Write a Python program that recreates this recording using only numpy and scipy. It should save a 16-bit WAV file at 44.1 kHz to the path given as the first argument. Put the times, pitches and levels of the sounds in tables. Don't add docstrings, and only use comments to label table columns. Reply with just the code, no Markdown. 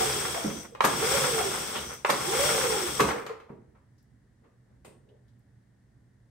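import sys
import numpy as np
from scipy import signal
from scipy.fft import rfft, irfft, next_fast_len
from scipy.io import wavfile
from scipy.ndimage import map_coordinates

SR = 44100
rng = np.random.default_rng(int(sys.argv[2]) if len(sys.argv) > 2 else 0)


def pcm_store(signal):
    levels = np.round(np.clip(np.atleast_2d(signal), -1, 1) * 32767)
    wavfile.write(sys.argv[1], SR, levels.astype(np.int16).T)


N = 277808

# f/Hz, level per Hz/dB
AIR_COLOUR = [(15, -38.5), (25, -15), (129, -2.5), (169, -13), (233, -8), (340, -15.5), (631, -21),
              (1270, -28.5), (1850, -21.5), (2420, -36.5), (7700, -38.5), (8350, -37), (15500, -54.5)]
# f/Hz, level per Hz/dB
RUMBLE_COLOUR = [(25, -23), (62, 0), (92, -5), (125, 3.5), (165, -10.5), (240, -11), (320, -23.5),
                 (900, -43), (4000, -88.5)]
# t/s, level/dB
RUMBLE_LEVEL = [(3.7, -59), (4.34, -62), (6.3, -59.5)]
# f/Hz, level/dB
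HUM_TONES = [(70.0, -80.5), (118.4, -65), (193.8, -72.5)]
# f/Hz, likeness (0 to 1)
LIKENESS = [(60, 0.89), (160, .93), (300, 0.77), (500, .25), (1000, 0.17), (2000, .42), (4000, 0.17),
            (8000, 0), (12000, 0.46)]
# f/Hz, level/dB
LEFT_RIGHT = [(100, -0.5), (400, -3.5), (800, 0.5), (1300, 0), (2400, 0), (4400, 4), (8000, 4),
              (12000, 0.5)]
# f/Hz, time to fall 60 dB/s
GARAGE_DECAY = [(100, .55), (500, 0.64), (2000, 0.34), (5000, 0.36), (12000, 0.19)]
# t/s, level/dB, f/Hz, width/Hz, length/s
CHAFES_ON_CASE = [(0.026, -25.5, 762, 51.3, 0.027), (0.373, -33.5, 680, 169.6, 0.031),
                  (.74, -49.5, 469.6, 60, .045), (1.401, -33, 720.7, 170.7, 0.052),
                  (1.771, -38, 3195, 700, .035), (2.3, -34.5, 800, 40.23, 0.064),
                  (2.745, -35.5, 824, 50.2, 0.045), (3.015, -24.5, 425, 49.98, .025),
                  (3.157, -34.5, 469, 50.5, 0.031), (3.312, -34.5, 463, 45.3, 0.015),
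                  (4.459, -65, 418, 300, 0.051), (4.719, -72, 445, 700, .08),
                  (5.123, -62.5, 444, 198, 0.096)]
# t/s, level/dB, f/Hz, width/Hz, 60 dB fall/s
LOOSE_TICKS = [(.63, -52.5, 13500, 4000, .06), (1.934, -48, 13200, 4070, .09), (3.98, -72, 5210, 1200, .15),
               (4.026, -73, 11000, 6020, 0.031), (4.848, -53.5, 513, 120.2, .2),
               (4.85, -61.5, 2680, 595.5, 0.26), (4.85, -59, 8600, 600, 0.31),
               (5.088, -70, 3090, 299.5, 0.11), (5.28, -74, 4000, 1304, .12),
               (5.391, -75.5, 11500, 4010, .025)]
# t/s, level/dB, 60 dB fall/s
ENGINE_THUDS = [(.444, -26, .22), (0.84, -28.5, 0.3), (1.755, -36.5, 0.18), (2.092, -33.5, 0.25),
                (3.003, -26, 0.28), (3.5, -42, 0.2), (4.848, -54, 0.4)]
# t/s, level/dB, rise/s, 60 dB fall/s, brightness/Hz
LIGHT_KNOCKS = [(.749, -38, 0.00075, 0.052, 3470), (1.215, -29, 0.0044, 0.057, 3994),
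                (1.748, -33.5, .01, 0.11, 4920), (3.075, -31, 0.01, 0.23, 3560),
                (3.2635, -35.5, 0.0018, 0.047, 5500), (3.29, -39.5, .005, .12, 1900),
                (3.398, -51, .0033, .08, 3400), (3.492, -48, 0.0027, 0.14, 620),
                (3.743, -63, .012, .13, 1500), (4.433, -67, .012, .12, 2800),
                (4.846, -51.5, 0.0018, 0.098, 7980)]
# t/s, level/dB, 60 dB fall/s
PAWL_CLACKS = [(0.8052, -12.5, .022), (2.0466, -17, 0.033)]
# t/s, level/dB, rise/s, 60 dB fall/s, clash brightness/Hz
CASE_JOLTS = [(0.8392, -17.5, .0025, .055, 14100), (2.092, -19.5, 0.0068, 0.025, 8900),
              (2.995, -16.5, 0.0015, 0.066, 9000)]
# f/Hz, level per Hz/dB
THUD_COLOUR = [(45, -22.5), (68, -13), (98, -14), (145, 2), (270, 0.5), (450, 1), (750, -12.5), (2000, -32),
               (6000, -67)]
# f/Hz, level per Hz/dB
BLOW_COLOUR = [(100, -30), (300, -14), (480, -1), (640, -6.5), (820, -1.5), (1150, 1.5), (1450, -5.5),
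               (1700, -4.5), (2500, -8.5), (3300, -11.5), (5000, -14.5), (9000, -14), (11000, -20.5),
               (13000, -10.5), (16000, -25.5)]
# f/Hz, width/Hz, level/dB
CASE_PANELS = [(445, 88, 3), (517, 60, 3.5), (771, 22, 3), (920, 240, -7), (1060, 190, -3.5), (1390, 43, 0),
               (1680, 160, -15.5), (1710, 80, -5.5), (2160, 260, -5.5)]
# f/Hz, width/Hz, level/dB
AIR_CAVITIES = [(69.6, 14, 1.5), (139, 16, 4.5), (207, 79, 0.5), (263, 91, -0.5), (357, 61, -2)]
# f/Hz, level per Hz/dB
RATTLE_COLOUR = [(200, -16), (380, -7), (560, 2), (660, -3), (820, 1), (1350, 3), (2000, -4.5),
                 (2600, -8.5), (4000, -33)]
# f/Hz, level per Hz/dB
CORD_COLOUR = [(1500, -20), (2700, -1.5), (3500, -1.5), (4300, -4), (6500, -1.5), (9000, -3.5), (10200, -6),
               (10900, -15.5), (12000, -8), (15500, -11)]
# f/Hz, width/Hz, level/dB, left minus right/dB
REEL_STEEL = [(3266, 28, 3.5, -3.5), (3480, 160, -5.5, 2.5), (5020, 67, -3.5, 6), (5554, 60, 1.5, 5.5),
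              (5840, 220, -8, 1.5), (7320, 190, -21, 2), (7970, 73, 0, 5.5), (8275, 190, 1.5, 2),
              (9850, 130, -10.5, -3.5)]
# cord taut t/s, fastest t/s, engine stalls t/s, cord home t/s, level/dB,
# coasting loss/dB per s, top whine f/Hz, slowing/Hz per s, whine fades below f/Hz
CORD_PULLS = [(-.4, -0.026, 0.38, 0.61, -27.5, 20.5, 463.4, 297, 410),
              (0.838, 1.178, 1.755, 1.945, -27.5, 17.5, 553.6, 560, 390),
              (2.089, 2.492, 3.003, 3.1, -27, 17.5, 601.6, 700, 354.6)]


def amp(db):
    return 10 ** (np.asarray(db) / 20)


def unit(x):
    return x / np.sqrt(np.mean(x ** 2) + 1e-20)


def along(points, hz):
    f, values = np.transpose(points)
    return np.interp(np.log(hz + 1), np.log(f + 1), values)


def curves(rows):
    times, *columns = np.transpose(rows)
    return [np.interp(np.arange(N) / SR, times, column) for column in columns]


def wobble(rate):
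    points = rng.standard_normal(int(N * rate / SR) + 4)
    return map_coordinates(points, [np.arange(N) * rate / SR])


def since(s):
    return np.maximum(np.arange(N) / SR - s, 0)


def surge(s, rise, t60):
    return (1 - np.exp(-(since(s) / rise) ** 2)) * amp(-60 * since(s) / t60)


def filtered(x, response):
    size = x.shape[-1]
    padded = next_fast_len(size + SR // 4)
    spectrum = rfft(x, padded) * response(np.fft.rfftfreq(padded, 1 / SR))
    return irfft(spectrum, padded)[..., :size]


def resonance(f, hz, width):
    return 1j * f * width / (hz * hz - f * f + 1j * f * width)


def body(modes, f):
    return sum((-1) ** k * amp(db) * resonance(f, hz, width) for k, (hz, width, db) in enumerate(modes))


def panned(db):
    return amp(np.array([[.5], [-.5]]) * db)


def rush(response, size=N):
    padded = next_fast_len(size)
    f = np.fft.rfftfreq(padded, 1 / SR)
    angle = np.arccos(np.clip(along(LIKENESS, f), -1, 1)) / 2
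    mid, side = rfft(rng.standard_normal((2, padded))) * [np.cos(angle), np.sin(angle)]
    pair = np.array([mid + side, mid - side]) * response(f) * panned(along(LEFT_RIGHT, f))
    return unit(irfft(pair, padded)[:, :size])


def burst(response, rise, t60):
    t = np.arange(SR // 2) / SR
    shape = (1 - np.exp(-(t / rise) ** 2)) * amp(-60 * t / t60)
    shape = shape / shape.max()
    noise = shape * rush(response, size=len(t))
    return unit(noise) * np.sqrt(np.mean(shape ** 2))


def add(track, s, sound):
    part = track[:, max(round(s * SR), 0):][:, :sound.shape[1]]
    part += sound[:, :part.shape[1]]


def garage(x, wet_db):
    hz, t, z = signal.stft(rush(np.ones_like, size=SR), SR, nperseg=256)
    decay = amp(-60 * t / along(GARAGE_DECAY, hz)[:, None])
    tail = signal.istft(z * decay, SR, nperseg=256)[1]
    tail = np.pad(tail / np.linalg.norm(tail[0]), ((0, 0), (SR // 200, 0)))
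    return x + amp(wet_db) * signal.fftconvolve(x[:1], tail, axes=1)[:, :N]


def background(air_db=-67, rumble_offset_db=-3, hum_offset_db=-2, swell_db=2):
    t = np.arange(N) / SR
    hum = 0
    for hz, db in HUM_TONES:
        level = amp(db + hum_offset_db + 1.2 * wobble(4.2))
        hum = hum + level * np.sqrt(2) * np.sin(2 * np.pi * hz * t + 0.78 * wobble(1.9))
    rumble_level = amp(curves(RUMBLE_LEVEL)[0] + rumble_offset_db + swell_db * wobble(7))
    rumble = rumble_level * rush(lambda f: amp(along(RUMBLE_COLOUR, f)))
    air = amp(air_db) * rush(lambda f: amp(along(AIR_COLOUR, f)))
    return (hum + rumble) * panned(-2) + air


def small_parts():
    track, t = np.zeros((2, N)), np.arange(SR // 2) / SR
    for s, db, hz, width, length in CHAFES_ON_CASE:
        start = max(s - t.mean(), 0)
        swell = np.exp(-2 * ((start + t - s) / length) ** 2)
        noise = rush(lambda f: resonance(f, hz, width) ** 2, size=len(t))
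        groan = unit(swell * noise) * np.sqrt(np.mean(swell ** 2))
        add(track, start, amp(db) * groan)
    for s, db, hz, width, t60 in LOOSE_TICKS:
        tick = burst(lambda f: resonance(f, hz, width), 0.001, t60)
        add(track, s, amp(db) * tick)
    return garage(track, wet_db=-7.0)


def contacts(clack_rise_s=0.0018, clack_hz=2420, jolt_hz=2060,
             clash_delay_s=.0045, clash_db=-19, clash_rise_s=.006, clash_t60_s=.048):
    clacks = [(s, db, clack_rise_s, t60, clack_hz) for s, db, t60 in PAWL_CLACKS]
    jolts = [(s, db, rise, t60, jolt_hz) for s, db, rise, t60, _ in CASE_JOLTS]
    clashes = [(s + clash_delay_s, clash_db, clash_rise_s, clash_t60_s, clash_hz)
               for s, *_, clash_hz in CASE_JOLTS]
    return clacks + jolts + clashes + list(LIGHT_KNOCKS)


def knocks(ring=0.22, boom=0.8):
    track = np.zeros((2, N))
    for s, db, rise, t60, bright_hz in contacts():
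        def blow(f):
            ringing = 1 + ring * abs(body(CASE_PANELS, f))
            return amp(along(BLOW_COLOUR, f)) * ringing / np.sqrt(1 + (f / bright_hz) ** 4)
        add(track, s, amp(db) * burst(blow, rise, t60))

    def thud(f):
        return amp(along(THUD_COLOUR, f)) * (1 + boom * abs(body(AIR_CAVITIES, f)))
    for s, db, t60 in ENGINE_THUDS:
        add(track, s, amp(db) * burst(thud, 0.0016, t60))
    return garage(track, wet_db=-3.0)


def rewind(db=-47, rise=.04, t60=0.29, spring_hz=6000, width_hz=160):
    gain = sum((1 - np.exp(-since(stall) / rise)) * amp(-60 * since(home) / t60)
               for _, _, stall, home, *_ in CORD_PULLS)
    return amp(db) * gain * rush(lambda f: resonance(f, spring_hz, width_hz))


def blow_down(db=-38, rise=0.055, t60=0.46):
    hz, width, _ = AIR_CAVITIES[0]
    gain = sum(surge(stall, rise, t60) for _, _, stall, *_ in CORD_PULLS)
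    return amp(db) * gain * rush(lambda f: resonance(f, hz, width) ** 2)


def rotor(spin_up_s=.29):
    t, hz, short = np.arange(N) / SR, np.zeros(N), np.zeros(N)
    for taut, fastest, *_, top_hz, slowing, sing_hz in CORD_PULLS:
        speeding_up = top_hz * np.exp(-(np.minimum(t - fastest, 0) / spin_up_s) ** 2)
        spin = speeding_up - slowing * since(fastest)
        hz = np.where(t >= taut, np.maximum(spin, 0), hz)
        short = np.where(t >= taut, np.maximum(sing_hz - hz, 0), short)
    return hz, short


def effort(full_db=-28.5, lead_s=.04, swell_db_per_s=36, rewind_db_per_s=45.5, settle_db_per_s=145):
    t, strength = np.arange(N) / SR, 0
    for taut, fastest, stall, home, db, coast, *_ in CORD_PULLS:
        peak = fastest - lead_s
        drop = swell_db_per_s * np.maximum(peak - t, 0)
        drop += coast * (since(peak) - since(stall))
        drop += rewind_db_per_s * (since(stall) - since(home))
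        drop += settle_db_per_s * since(home)
        strength += (t >= taut) * amp(db - full_db - drop)
    return strength


def whine(rough=0.5, flutter_db=5, level_db=-33.0, fade_db_per_hz=0.34, grows=.35,
          strand=.8, strand_db=-10, come_go_db=5):
    hz, short = rotor()
    phase = 2 * np.pi * np.cumsum(hz) / SR
    main = amp(flutter_db * np.tanh(wobble(45))) * np.sin(phase + rough * wobble(110))
    strand_gain = amp(strand_db + come_go_db * np.tanh(wobble(18)))
    lower = strand_gain * np.sin(strand * phase + rough * wobble(110))
    gain = amp(level_db - fade_db_per_hz * short) * effort() ** grows
    return garage((main + lower) * gain * panned(-3.5), wet_db=-5)


def reel(taps_per_s=5000):
    taps = (rng.random(N) < taps_per_s / SR) * rng.standard_normal((2, N))

    def steel(f):
        return sum((-1) ** k * amp(db) * panned(lean) * resonance(f, hz, width)
                   for k, (hz, width, db, lean) in enumerate(REEL_STEEL))
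    return unit(filtered(taps, steel))


def first_slip(db=-40, reel_db=-2, rise=.015, t60=.35):
    gain = amp(db) * sum(surge(s, rise, t60) for s, *_ in PAWL_CLACKS)
    cord = rush(lambda f: amp(along(CORD_COLOUR, f)))
    return gain * (cord + amp(reel_db) * reel())


def chatter(per_s=70, t60=0.09, depth=0.66):
    jumps = (rng.random(N) < per_s / SR) * rng.random(N)
    decay = amp(-60 * np.arange(SR // 10) / SR / t60)
    settling = signal.fftconvolve(jumps, decay)[:N]
    return unit(1 + depth * unit(settling))


def shudder(start_s=3.06, db=-5, rise=.025, t60=.8):
    return amp(db) * surge(start_s, rise, t60)


def cranking(cord_db=-31, reel_db=-30.5, rattle_db=-32, panel_db=-33, pump_db=-40.5, throb_db=1.5,
             jitter_db=0.15, whine_cycles_per_turn=21, reel_grows=0.96, rattle_grows=0.92, pump_grows=.8):
    drive = effort()
    turn = np.sin(2 * np.pi * np.cumsum(rotor()[0]) / whine_cycles_per_turn / SR)
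    jitter = jitter_db * wobble(200)
    cord = amp(cord_db + jitter) * rush(lambda f: amp(along(CORD_COLOUR, f)))
    case = amp(rattle_db) * rush(lambda f: amp(along(RATTLE_COLOUR, f)))
    case = case + amp(panel_db) * rush(lambda f: body(CASE_PANELS, f))

    def cavities(f):
        low_cut = f ** 4 / (f ** 4 + 40 ** 4)
        return body(AIR_CAVITIES, f) / (1 + (f / 520) ** 4) * low_cut
    pump = amp(pump_db + throb_db * turn) * rush(cavities)
    shaking = drive ** rattle_grows + shudder()
    rattle = shaking * amp(jitter) * chatter() * case
    spinning = drive ** reel_grows * amp(reel_db) * reel()
    return drive * cord + spinning + rattle + drive ** pump_grows * pump


def scene():
    surroundings = background() + small_parts() + knocks()
    return surroundings + rewind() + blow_down() + whine() + first_slip() + cranking()


def record(dry, top_hz=15760):
    return filtered(dry, lambda f: f < top_hz)


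dry = scene()
out = record(dry)
pcm_store(out)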